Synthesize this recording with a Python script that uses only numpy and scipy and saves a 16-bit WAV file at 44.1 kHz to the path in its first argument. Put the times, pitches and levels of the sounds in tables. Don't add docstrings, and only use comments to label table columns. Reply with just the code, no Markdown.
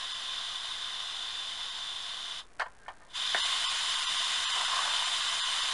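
import sys
import numpy as np
from scipy import signal
from scipy.fft import rfft, irfft
from scipy.io import wavfile
from scipy.ndimage import uniform_filter1d

SR = 44100
rng = np.random.default_rng(int(sys.argv[2]) if len(sys.argv) > 2 else 0)


def ratio_of_db(decibels):
    return 10 ** (np.asarray(decibels, float) / 20)


def int16_out(signal):
    q = np.round(np.clip(np.atleast_2d(signal).T, -1, 1) * 32767)
    wavfile.write(sys.argv[1], SR, q.astype(np.int16))


N = 252693

# pitch in Hz, level in dB per Hz.
HUSH = [(10, 1.5), (22, 1.5), (45, -5), (100, -9.5), (200, -13.5), (400, -12.5), (1500, -14), (2500, -22.5),
        (5000, -39), (10000, -38.5)]
HUSH_DB = -60.5
MAINS_HZ, BUZZ_START_S, BUZZ_PAIR_S = 60, .00067, .0048

# start in seconds, peak in dB, pitch in Hz.
SPITS = [(4.617, -25.5, 1060), (4.723, -43, 1090), (4.736, -30, 1170), (4.763, -24, 1130),
         (4.79, -17.5, 1140), (4.829, -29, 1050), (4.877, -22, 1110), (4.991, -28, 953), (5.022, -23, 1000),
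         (5.081, -30, 1080)]

# time in seconds, level in dB.
RUB = [(2.4, -88), (2.55, -79), (2.7, -77), (2.78, -69), (2.85, -65), (2.95, -67), (3.03, -63), (3.1, -65),
       (3.2, -67)]
LEAK_S, LEAK_LENGTH_S, LEAK_DB = 2.81, .1, 9

# pitch in Hz, width in Hz, level in dB.
CAP_RINGS = [(427, 220, -16), (682, 290, 1), (1030, 160, 0), (1290, 270, -11), (1543, 150, 0.5),
             (1825, 94, 4), (2120, 260, -5.5), (3100, 940, -14.5), (4200, 1300, -14), (7650, 8400, -31.5)]
# start in seconds, peak in dB, rattle time in seconds,
# pitch of the struck spot in Hz.
KNOCKS = [(2.591, -42, .003, 1600), (2.5958, -21, .008, 1500), (2.604, -27, .005, 1000),
          (2.609, -24, .005, 1800), (2.618, -21, .007, 1250), (2.624, -28, .004, 900),
          (2.634, -39, .012, 1400), (2.658, -36, .003, 1500), (2.662, -35, .005, 1100),
          (2.68, -48, .005, 1100), (2.862, -41, .004, 1700), (2.881, -29, .003, 1000),
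          (2.882, -43, .008, 3050), (2.888, -33, .01, 800), (2.905, -41, .007, 1200),
          (3.004, -52, .01, 1200), (3.018, -50, .015, 1100), (3.3452, -16, .003, 1700),
          (3.347, -26, .015, 720), (3.353, -29, .006, 1900), (3.364, -28, .014, 1750),
          (3.349, -43, .008, 330)]
# time in seconds, brightness in dB.
CLACKS = [
    (2.595, 0),
    (2.88, -9),
]
DULL_DB, DULLING_DB_PER_S = -15, 220
THUD_HZ, THUD_DB_PER_OCTAVE = 950, 6

# pitch in Hz, dB per Hz with the valve ajar, dB per Hz wide open.
NOZZLE = [(60, -32, -28), (300, -37.5, -32), (533, -25.5, -25.5), (784, -16, -14), (1050, -10.5, -7),
          (1594, -11.5, -8), (2270, -17, -11), (2985, -8.5, -3.5), (3460, 0, -0.5), (4470, -14, -10),
          (5750, -19, -14.5), (7460, -22, -13.5), (7980, -28, -19), (10060, -23.5, -17.5)]
# pitch in Hz, width in Hz, height in dB.
LID = [(624, 30, -2.9), (689, 45, 3.7), (904, 130, -1.7), (1055, 90, 3.4), (1292, 90, -5.4),
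       (2046, 190, 3.0), (2283, 90, -4.5), (2562, 90, -2.4), (2735, 190, -2.0), (3036, 190, 4.3),
       (3295, 130, -5.1), (3575, 65, 4.8), (4091, 45, -4.5), (4199, 45, 4.0), (4350, 130, -6.0),
       (4651, 45, 5.0), (4888, 65, 5.4), (5017, 45, -4.1), (5146, 130, 6.7), (5383, 45, -4.5),
       (5663, 190, -2.6), (5965, 130, 3.9), (6202, 65, -4.1), (6417, 190, -2.7), (6826, 65, -3.6),
       (7192, 90, 4.5), (7903, 190, -2.8), (8570, 190, 3.7), (8915, 90, 4.2), (9410, 190, -2.6)]
# opens at seconds, shuts at seconds, flow in dB, sag in dB per second.
BLOWS = [
    (-1, 2.396, -38.6, .7),
    (3.108, 3.16, -52, 0),
    (3.156, 7, -33.1, .2),
]
OPEN_DB_PER_S, SHUT_DB_PER_S = 680, 570
SETTLE_DB, SETTLE_S = 4, .07
WIDEN_S, WIDEN_TIME_S = 3.33, .09
AJAR, WIDE = .07, .88
PUFF, PUFF_S = .55, .04
GURGLE_AJAR_DB, GURGLE_WIDE_DB = -.3, .7
PINCH_SHARE, PINCH_MAX_DB = .4, 10
# time in seconds, length in seconds, dB of the low part.
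SLUGS = [
    (3.3, .1, -4),
    (4.6, .09, 8),
    (4.74, .09, 7),
    (4.87, .11, 7.5),
    (5.02, .14, 3),
    (5.4, .4, 1.5),
]

# pitch in Hz, level in dB.
EDGE = [(10150, 0.5), (10500, -9.5), (11000, -17.5), (11900, -22), (12300, -28), (12600, -62)]
# time in seconds, dB over the neighbours needed to survive.
DROPOUTS = [(.134, -1.5), (1.712, -1.2), (2.508, 1.5), (2.645, -.5), (3.158, -1.2), (3.425, 1.5),
            (3.675, 1.5), (3.785, -1.5), (3.965, -1.5), (4.011, -1.5), (4.071, 1.5), (4.18, -.7),
            (4.243, -1.5), (4.47, 2), (4.528, -1.5), (4.667, -1.2), (5.058, -2), (5.219, -1.5),
            (5.425, 1.8), (5.45, -.5), (5.619, -1.4)]
DROPOUT_S, DROPOUT_S_PER_DB = .05, .0065
# pitch in Hz, readiness in dB.
WEAKNESS = [(50, -20), (80, 6), (800, 6), (1000, 1), (4500, 0), (5500, 3), (9800, 5), (10800, 3),
            (11800, 9)]
OFFSET = -.0017


def evened(x):
    return x / np.sqrt(np.mean(x ** 2) + 1e-20)


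def bump(x, middle, width):
    return np.exp(-4 * np.log(2) * ((x - middle) / width) ** 2)


def uneven(span):
    return evened(uniform_filter1d(rng.standard_normal(N), span))


def read(points, hz):
    f, value = np.transpose(points)
    return np.interp(np.log(hz + 1), np.log(f + 1), value)


def add(mix, s, sound):
    part = mix[round(s * SR):][:len(sound)]
    part += sound[:len(part)]


def filtered(x, hz, kind):
    return signal.sosfiltfilt(signal.butter(2, hz, kind, fs=SR, output="sos"), x)


def ring(x, hz, width):
    b, a = signal.iirpeak(hz, hz / max(width, 5), fs=SR)
    once = signal.lfilter(b, a, x)
    return signal.lfilter(b, a, once)


def noise(frames, *fields_db):
    a, b = rng.standard_normal((frames, 1025, 2)).T
    spectra = a + 1j * b
    return [signal.istft(spectra * ratio_of_db(db), nperseg=2048, noverlap=1536)[1][:N] for db in fields_db]


def kitchen(x, t60=0.18, wet_db=-11):
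    at = np.arange(100, SR // 2, 20)
    echoes = np.zeros(SR // 2 + 20)
    echoes[at + rng.integers(0, 20, len(at))] = rng.choice([-1., 1.], len(at))
    t = np.arange(len(echoes)) / SR
    low = signal.lfilter(*signal.butter(1, 3000, fs=SR), echoes)
    high = echoes - low
    tail = low * ratio_of_db(-60 * t / t60) + high * ratio_of_db(-60 * t / (0.84 * t60))
    return x + ratio_of_db(wet_db) * signal.fftconvolve(x, tail / np.linalg.norm(tail))[:N]


def hush():
    hz = np.fft.rfftfreq(2048, 1 / SR)
    return ratio_of_db(HUSH_DB) * evened(noise(N // 512 + 5, read(HUSH, hz)[:, None])[0])


def buzz(db=-39.5):
    out = np.zeros(N + SR)
    at = np.arange(BUZZ_START_S, N / SR, 1 / MAINS_HZ)
    size = ratio_of_db(db + 1.4 * rng.standard_normal((len(at), 2)))
    out[np.round(at * SR).astype(int)] = size[:, 0]
    out[np.round((at + BUZZ_PAIR_S) * SR).astype(int)] = -size[:, 1]
    return signal.lfilter(*signal.butter(1, 900, "high", fs=SR), out[:N])


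def spits():
    out, t = np.zeros(N), np.arange(2000) / SR
    for s, db, hz in SPITS:
        grit = rng.standard_normal(len(t))
        pop = ring(grit * np.exp(-t / 0.0032), hz, 260)
        tick = ring(grit * np.exp(-t / .0008), 2300, 2300)
        add(out, s, ratio_of_db(db - 3.5) * (pop / abs(pop).max() + 0.58 * tick / abs(tick).max()))
    return out


def cap(drive):
    return sum((-1) ** k * ratio_of_db(db) * ring(drive, hz, width)
               for k, (hz, width, db) in enumerate(CAP_RINGS))


def rub():
    t = np.arange(N) / SR
    s, db = np.transpose(RUB)
    grains = rng.standard_normal(N) * ratio_of_db(2.5 * uneven(200))
    leak = ratio_of_db(LEAK_DB * bump(t, LEAK_S, LEAK_LENGTH_S)) * evened(ring(rng.standard_normal(N), 1600, 90))
    drag = evened(cap(grains)) + .5 * leak
    return evened(drag) * ratio_of_db(np.interp(t, s, db, -120, -120))


def knocks():
    out, t = np.zeros(N), np.arange(4000) / SR
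    for s, db, rattle, hz in KNOCKS:
        fresh_db = [top_db - DULLING_DB_PER_S * (s - at) for at, top_db in CLACKS if s >= at]
        bright_db = max([DULL_DB] + fresh_db)
        thud_db = -THUD_DB_PER_OCTAVE * max(np.log2(hz / THUD_HZ), 0)
        onset = np.minimum(t / 0.0003, 1)
        drive = rng.standard_normal(len(t)) * np.exp(-t / max(rattle, .001)) * onset
        blow = cap(drive)
        treble = filtered(blow, 2500, "high")
        bass = filtered(blow, 1100, "low")
        blow = blow + (ratio_of_db(bright_db) - 1) * treble + (ratio_of_db(thud_db) - 1) * bass
        blow = blow + 1.7 * ring(drive, hz, 450)
        add(out, s, ratio_of_db(db) * blow / abs(blow).max())
    return out


def valve(t):
    flow_db, pinch_db = np.full(len(t), -120.), np.full(len(t), 120.)
    for opens, shuts, full_db, sag_db in BLOWS:
        short_db = np.maximum(OPEN_DB_PER_S * (opens - t), SHUT_DB_PER_S * (t - shuts)).clip(0)
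        since = (t - max(opens, 0)).clip(0)
        creep_db = SETTLE_DB * np.exp(-(t - opens).clip(0) / SETTLE_S)
        flow_db = np.maximum(flow_db, full_db - sag_db * since - creep_db - short_db)
        pinch_db = np.minimum(pinch_db, short_db)
    wide = ((t - WIDEN_S) / WIDEN_TIME_S).clip(0, 1)
    puff = PUFF * np.exp(-abs(t - BLOWS[-1][0]) / PUFF_S)
    opening = AJAR + (WIDE - AJAR) * wide + puff
    slugs_db = sum(db * bump(t, s, length) for s, length, db in SLUGS)
    gurgle_db = GURGLE_AJAR_DB + (GURGLE_WIDE_DB - GURGLE_AJAR_DB) * wide + slugs_db
    gurgle_db = gurgle_db + np.minimum(PINCH_SHARE * pinch_db, PINCH_MAX_DB)
    return flow_db, opening, gurgle_db


def steam():
    frames, hz = N // 512 + 5, np.fft.rfftfreq(2048, 1 / SR)
    lid_db = sum(db * bump(hz, f, width) for f, width, db in LID)
    patches = uniform_filter1d(rng.standard_normal((frames, 1025)), 4, 0)
    patches = evened(uniform_filter1d(patches, 24, 1)).T
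    colours_db = [lid_db + read(np.array(NOZZLE)[:, [0, k]], hz) for k in (1, 2)]
    core = (hz > 2600) & (hz < 5000)
    total = np.sum(ratio_of_db(2 * colours_db[0]))
    colours_db = [c - 10 * np.log10(np.sum(ratio_of_db(2 * c[core])) / total) for c in colours_db]
    ajar, wide = noise(frames, *(c[:, None] + 0.49 * patches for c in colours_db))
    core_filter = signal.butter(4, [2600, 5000], "band", fs=SR, output="sos")
    scale = np.std(signal.sosfilt(core_filter, ajar))

    flutter = ratio_of_db(.5 * uneven(300))
    lumps = uneven(500)
    flow_db, opening, gurgle_db = valve(np.arange(N) / SR)
    share = np.clip(opening, 0, 1)
    jet = ((1 - share) * ajar + share * wide) * flutter / scale
    low = filtered(jet, [400, 1400], "band")
    gurgle = ratio_of_db(gurgle_db * (1 + .25 * lumps))
    return (jet + (gurgle - 1) * low) * ratio_of_db(flow_db)


def scene():
    jet = kitchen(steam(), .13, -13)
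    handling = kitchen(knocks() + rub() + spits())
    return (jet + handling + hush() + buzz())[None]


def input_edge(x):
    log_gain = np.log(ratio_of_db(read(EDGE, abs(np.fft.fftfreq(2048, 1 / SR)))))
    response = np.fft.ifft(np.exp(np.conj(signal.hilbert(log_gain)))).real[:1024]
    return signal.oaconvolve(x, response)[:N]


def dropouts(x):
    out = x.copy()
    for s, margin_db in DROPOUTS:
        length = DROPOUT_S + DROPOUT_S_PER_DB * margin_db
        size = int(length * SR)
        fade = np.sqrt(signal.windows.tukey(size, min(.042 / length, 1)))
        start, hz = int(s * SR) - size // 2, np.fft.rfftfreq(size, 1 / SR)
        z = rfft(x[start:start + size] * fade)
        line = uniform_filter1d(abs(z) ** 2, size=2)
        near = int(1500 * length)
        around = uniform_filter1d(line, near)
        lost = 10 * np.log10(around / line) > -margin_db - read(WEAKNESS, hz) + 2.2
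        band = uniform_filter1d(line, int(400 * length))
        lost &= band < .12 * band[hz > 400].max()
        kept = uniform_filter1d(line * ~lost, near)
        lift = np.sqrt(np.clip(around / (kept + 1e-20), 1, 2))
        out[start:start + size] += irfft(z * (~lost * lift - 1), size) * fade
    return out


def top_cut(x):
    return signal.sosfilt(signal.butter(12, 12270, fs=SR, output="sos"), x)


def record(dry):
    mix = dropouts(input_edge(dry[0])) + OFFSET
    return top_cut(mix[None])


dry = scene()
out = record(dry)
int16_out(out)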